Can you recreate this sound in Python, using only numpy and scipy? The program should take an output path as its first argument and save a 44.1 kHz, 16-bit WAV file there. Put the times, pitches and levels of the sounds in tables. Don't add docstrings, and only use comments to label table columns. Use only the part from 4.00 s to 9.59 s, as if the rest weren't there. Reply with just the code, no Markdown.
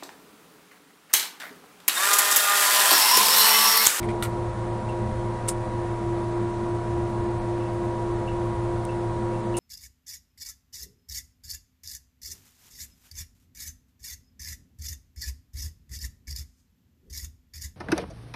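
import sys
import numpy as np
from scipy import signal
from scipy.io import wavfile
from scipy.ndimage import uniform_filter1d

SR = 44100
rng = np.random.default_rng(int(sys.argv[2]) if len(sys.argv) > 2 else 0)


def boost(x):
    u = np.asarray(x, float) / 20
    return 10 ** u


def store_pcm(level_fs):
    pcm = np.round(np.clip(level_fs, -1, 1) * 32767).astype(np.int16)
    wavfile.write(sys.argv[1], SR, np.atleast_2d(pcm).T)


N = 246519


def evened(x):
    return x / np.sqrt(np.mean(x ** 2) + 1e-20)


def read(points, hz):
    f, value = np.transpose(points)
    return np.interp(np.log(hz + 1), np.log(f + 1), value)


def follow(rows):
    s, *columns = np.transpose(rows)
    return [np.interp(np.arange(N) / SR, s, c) for c in columns]


def add(mix, start_s, sound):
    part = mix[round(start_s * SR):][:len(sound)]
    part += sound[:len(part)]


def drift(top_hz):
    t = np.arange(0, N + 256, 256) / SR
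    slow = sum(np.sin(2 * np.pi * (f * t + rng.random())) for f in np.geomspace(top_hz / 20, top_hz, 20))
    return np.interp(np.arange(N) / SR, t, evened(slow))


def tone(hz, level_db):
    cycles = np.cumsum(hz * np.ones(N)) / SR
    return np.sqrt(2) * boost(level_db) * np.sin(2 * np.pi * (cycles + rng.random()))


def ring(x, modes):
    out = np.zeros(len(x))
    for hz, width_hz, level_db in modes:
        r = np.exp(-np.pi * width_hz / SR)
        poles = [1, -2 * r * np.cos(2 * np.pi * hz / SR), r * r]
        out += boost(level_db) * (1 - r) * signal.lfilter([1, 0, -1], poles, x)
    return out


def roar():
    # freq_hz, density_db
    roar_shape = [(8, -35), (25, -4.5), (60, -11.5), (140, -9.5), (285, -10.5), (450, -11), (900, -16.5),
                  (1200, -18.5), (1900, -24.5), (3000, -34.5), (5000, -39), (9500, -39.5), (11500, -47),
                  (16000, -50)]
    # freq_hz, width_hz, boost_db
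    panels = [(92, 51.6, 10), (215.7, 21.6, 9), (287, 22, -5.5), (350, 120, 2), (425, 42, 2),
              (513.7, 13, 7), (612, 26, 3), (707, 61, 4), (862, 95, 5.5), (1071, 112, 6.5), (1410, 38, 3),
              (1940, 63, 3), (2920, 78, 0), (3770, 990, 2.5)]
    roar_db, lumps_hz = -34, 7.0
    boom_lump_db, deep_lump_db = 2.2, 4.0
    frames, hz = N // 1024 + 6, np.fft.rfftfreq(4096, 1 / SR)
    a, b, patches = rng.standard_normal((frames, len(hz), 3)).T
    patches = evened(uniform_filter1d(uniform_filter1d(patches, 20, 0), 5, 1))
    boom_db = sum(db * np.exp(-2 * ((hz - f) / width) ** 2) for f, width, db in panels)
    lumps_db = 0
    for centre_hz, reach_hz, swing_db in ((195, 70, boom_lump_db), (55, 50, deep_lump_db)):
        reach = np.exp(-((hz - centre_hz) / reach_hz) ** 2)
        swing = np.resize(drift(lumps_hz)[::1024], frames)
        lumps_db = lumps_db + np.outer(reach, swing_db * swing)
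    colour_db = (read(roar_shape, hz) + boom_db)[:, None]
    z = (a + 1j * b) * boost(colour_db + 0.6 * patches + lumps_db)
    return boost(roar_db) * evened(signal.istft(z, nperseg=4096, noverlap=3072)[1][:N])


def fan():
    line_hz = [33.6, 108.8, 192.5, 206.85, 217.5, 325, 413.7, 620.57, 713, 1051]
    # level_db, waver_hz
    line_rows = [(-44.5, 1.5), (-43, 0.76), (-50, 0.98), (-55.5, 0.076), (-47.5, 2.51), (-55, 2.7),
                 (-57.5, 0.044), (-46, 0.085), (-54.5, 0.29), (-53.5, 0.83)]
    return sum(tone(hz + waver_hz * drift(3.0), level_db + 1.1 * drift(5.0))
               for hz, (level_db, waver_hz) in zip(line_hz, line_rows))


def whine():
    # time_s, pitch_hz
    mesh_curve = [(0.0, 963.5), (0.25, 961.5), (0.6, 958.3), (1.1, 959), (1.6, 960.6), (2.25, 965),
                  (2.95, 965.6), (3.35, 958.5), (3.7, 959), (4.15, 961.5), (4.5, 959.5), (4.8, 961.5),
                  (5.15, 958), (5.59, 955.5)]
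    whine_db, flutter_db = -39.5, 0.9
    hz, = follow(mesh_curve)
    return tone(hz + 0.41 * drift(8.0), whine_db + flutter_db * drift(15.0))


def chatter(rows, modes):
    t, out = np.arange(10000) / SR, np.zeros(N)
    for start_s, level_db, length_s, t60_s in rows:
        buzz = ring(ring(rng.standard_normal(len(t)), modes), modes)
        buzz /= buzz[200:1200].std()
        part_fall = boost(-60 * np.maximum(t - length_s, 0) / t60_s)
        cab_fall = boost(-13.0 - 60 * t / 0.5)
        rise = np.minimum(t / 0.0037, 1)
        add(out, start_s, boost(level_db) * (part_fall + cab_fall) * rise * buzz)
    return out


def loose_fitting():
    # start_s, level_db, length_s, t60_s
    rattle_rows = [
        (0.884, -49.5, 0.023, 0.14),
        (3.6, -56, 0.056, 0.16),
        (4.273, -46.5, 0.018, 0.12),
        (4.887, -48.5, 0.011, 0.17),
        (5.33, -55, 0.018, .1),
        (5.54, -44.5, 0.017, 0.12),
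    ]
    # freq_hz, width_hz, level_db
    fitting_modes = [(2690, 90, 6), (2850, 110, 1)]
    return chatter(rattle_rows, fitting_modes)


def console():
    # start_s, level_db, length_s, t60_s
    shudder_rows = [(.06, -37.5, 0.092, 0.15)]
    # freq_hz, width_hz, level_db
    console_modes = [(417, 50, 4), (595, 60, -1), (669, 53, 2.5), (800, 32, -1)]
    return chatter(shudder_rows, console_modes)


def clicks(rows, body, rise_s, hold, edge):
    # freq_hz, level_db
    snap_shape = [(1000, -23.5), (4000, -17.5), (6000, -11.5), (7400, -7), (8700, 0.5), (9700, -2),
                  (10800, -11.5), (13000, -22), (14500, -27), (15800, -50)]
    t, out = np.arange(8000) / SR, np.zeros(N)
    log_gain = np.log(boost(read(snap_shape, abs(np.fft.fftfreq(1024, 1 / SR)))))
    colour = np.fft.ifft(np.exp(np.conj(signal.hilbert(log_gain)))).real[:512]
    for start_s, snap_db, knock_db, t60_s in rows:
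        tick_db = 4.2 * np.minimum(rng.exponential(1, len(t)), 4)
        ticks = rng.standard_normal(len(t)) * boost(tick_db) * np.minimum(t / rise_s, 1)
        ticks[round(rise_s * SR)] = 5.5
        dying = ticks * boost(-60 * np.maximum(t - hold * t60_s, 0) / t60_s)
        snap = signal.fftconvolve(dying, colour)[:len(t)]
        snap += edge * ring(dying, 2 * [(11300, 1200, -13.5)])
        knock = ring(uniform_filter1d(ticks, size=5) * boost(-60 * t / (1.1 * t60_s)), body)
        add(out, start_s, boost(snap_db) * snap / snap[:300].std() + boost(knock_db) * knock / knock[:300].std())
    return out


def levers():
    # start_s, snap_db, knock_db, t60_s
    latch_rows = [
        (.2249, -36, -27.5, 0.0075),
        (.228, -34, -34.5, 0.057),
        (.232, -36, -39, 0.12),
        (.247, -47, -37.5, 0.054),
    ]
    # start_s, snap_db, knock_db, t60_s
    detent_rows = [
        (.893, -54, -64, 0.021),
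        (1.477, -41, -45, 0.07),
        (1.4836, -27.5, -49, 0.035),
        (1.4872, -23.5, -38, 0.034),
        (1.4925, -30, -54, 0.08),
        (4.852, -43, -62, 0.0032),
        (5.568, -33, -45, 0.12),
    ]
    # start_s, snap_db, knock_db, t60_s
    tap_rows = [
        (.027, -55.5, -40.5, 0.056),
        (.041, -53, -48, 0.046),
        (.086, -55, -39.5, 0.055),
        (.1, -56, -48, 0.045),
        (.111, -57, -51, .04),
    ]
    # freq_hz, width_hz, level_db
    lever_body = [(860, 150, 4), (1385, 95, 11.5), (1920, 210, 5.5), (2200, 190, -0.5), (2860, 320, -4),
                  (3500, 780, -7), (3970, 750, -9)]
    # freq_hz, width_hz, level_db
    tapped_body = [(1410, 140, -13), (2170, 270, 10), (3200, 520, -6), (3960, 450, -15)]
    latch = clicks(latch_rows, lever_body, 0.00033, hold=0.063, edge=1.9)
    detents = clicks(detent_rows, lever_body, 0.00016, hold=0.054, edge=0.2)
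    taps = clicks(tap_rows, tapped_body, 0.0026, hold=0.11, edge=0.1)
    return latch + detents + taps


def pump():
    # time_s, pitch_hz
    hum_curve = [(0.0, 347.4), (0.5, 348.1), (1.0, 347.7), (1.85, 347.0), (2.05, 343.5), (2.35, 346.9),
                 (5.59, 347.0)]
    # time_s, level_db
    effort_curve = [(0.0, -30.5), (0.35, -33.5), (0.55, -37), (1.0, -35.5), (1.5, -36), (1.85, -33),
                    (2.1, -30), (3.2, -30.5), (5.59, -31.5)]
    beat_hz, beat_top_s, beat_db = 3.497, 0.12, -42
    load_s, fifth_db, fifth_dip_db = 1.85, -42.5, -15
    fifth_back_s, fifth_rise_s = 1.3, 0.3
    octave_db, octave_share = -47.5, 1.6
    hz, db = follow(hum_curve) + follow(effort_curve)
    t = np.arange(N) / SR
    beat = boost(beat_db - db) * np.exp(2j * np.pi * beat_hz * (t - beat_top_s))
    carrier = np.exp(2j * np.pi * np.cumsum(hz) / SR)
    hum = np.sqrt(2) * boost(db + 0.27 * drift(12.0)) * ((1 + beat) * carrier).real
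    since_s = np.maximum(t - load_s, 0)
    dip = (1 - np.exp(-since_s / 0.06)) * np.exp(-(since_s / fifth_back_s) ** 2)
    dip += 0.55 * np.exp(-t / fifth_rise_s)
    fifth = tone(hz * 3 / 2 + 0.4 * drift(6.0), fifth_db + fifth_dip_db * dip + 0.55 * drift(4.0))
    octave_level_db = octave_db + octave_share * (db - db.max()) + 1.8 * drift(4.1)
    octave = tone(hz * 2 + 0.88 * drift(6.0), octave_level_db)
    return hum + fifth + octave


def engine():
    order_numbers = [1, 2, 3, 4, 6, 25, 26, 30, 42]
    order_levels = [-61, -49.5, -55.5, -33, -50.5, -55.5, -57, -58, -65.5]
    crank_hz = 28.893
    speed_hz = crank_hz * (1 + 0.00041 * drift(1.69))
    return sum(tone(k * speed_hz, level_db + 0.25 * drift(1.2))
               for k, level_db in zip(order_numbers, order_levels))


def scene():
    machinery = engine() + pump() + whine() + fan() + roar()
    return (machinery + levers() + loose_fitting() + console())[None]


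def gate_weak_bands(x):
    # freq_hz, margin_db
    margin_curve = [(4000, -7), (4800, -2.7), (5400, -3.2), (5900, -2.6), (7500, -2.8), (9300, -3.5),
                    (10100, -1.6), (10900, .9), (11600, 2.1), (12400, 3.2), (15000, 4.2)]
    band_bins = [160, 176, 196, 216, 240, 264, 292, *range(320, 705, 32), 942]
    hop, lead = 941, 676
    hz, t, z = signal.stft(np.pad(x, (lead, hop)), SR, "cosine", 2 * hop, hop)
    sway_db = 0.5 * rng.standard_normal(len(t))
    for lo, hi in zip(band_bins, band_bins[1:]):
        level_db = 10 * np.log10((abs(z[lo:hi]) ** 2).mean(0) + 1e-20)
        margin_db = read(margin_curve, hz[(lo + hi) // 2]) + sway_db
        z[lo:hi] *= level_db > np.median(level_db) + margin_db
    return signal.istft(z, SR, "cosine", 2 * hop, hop)[1][lead:lead + N]


def top_cut(x):
    return signal.sosfilt(signal.butter(12, 15730, fs=SR, output="sos"), x)


def record(dry):
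    mix = gate_weak_bands(dry[0])[None] + 0.0011
    return top_cut(mix)


dry = scene()
out = record(dry)
store_pcm(out)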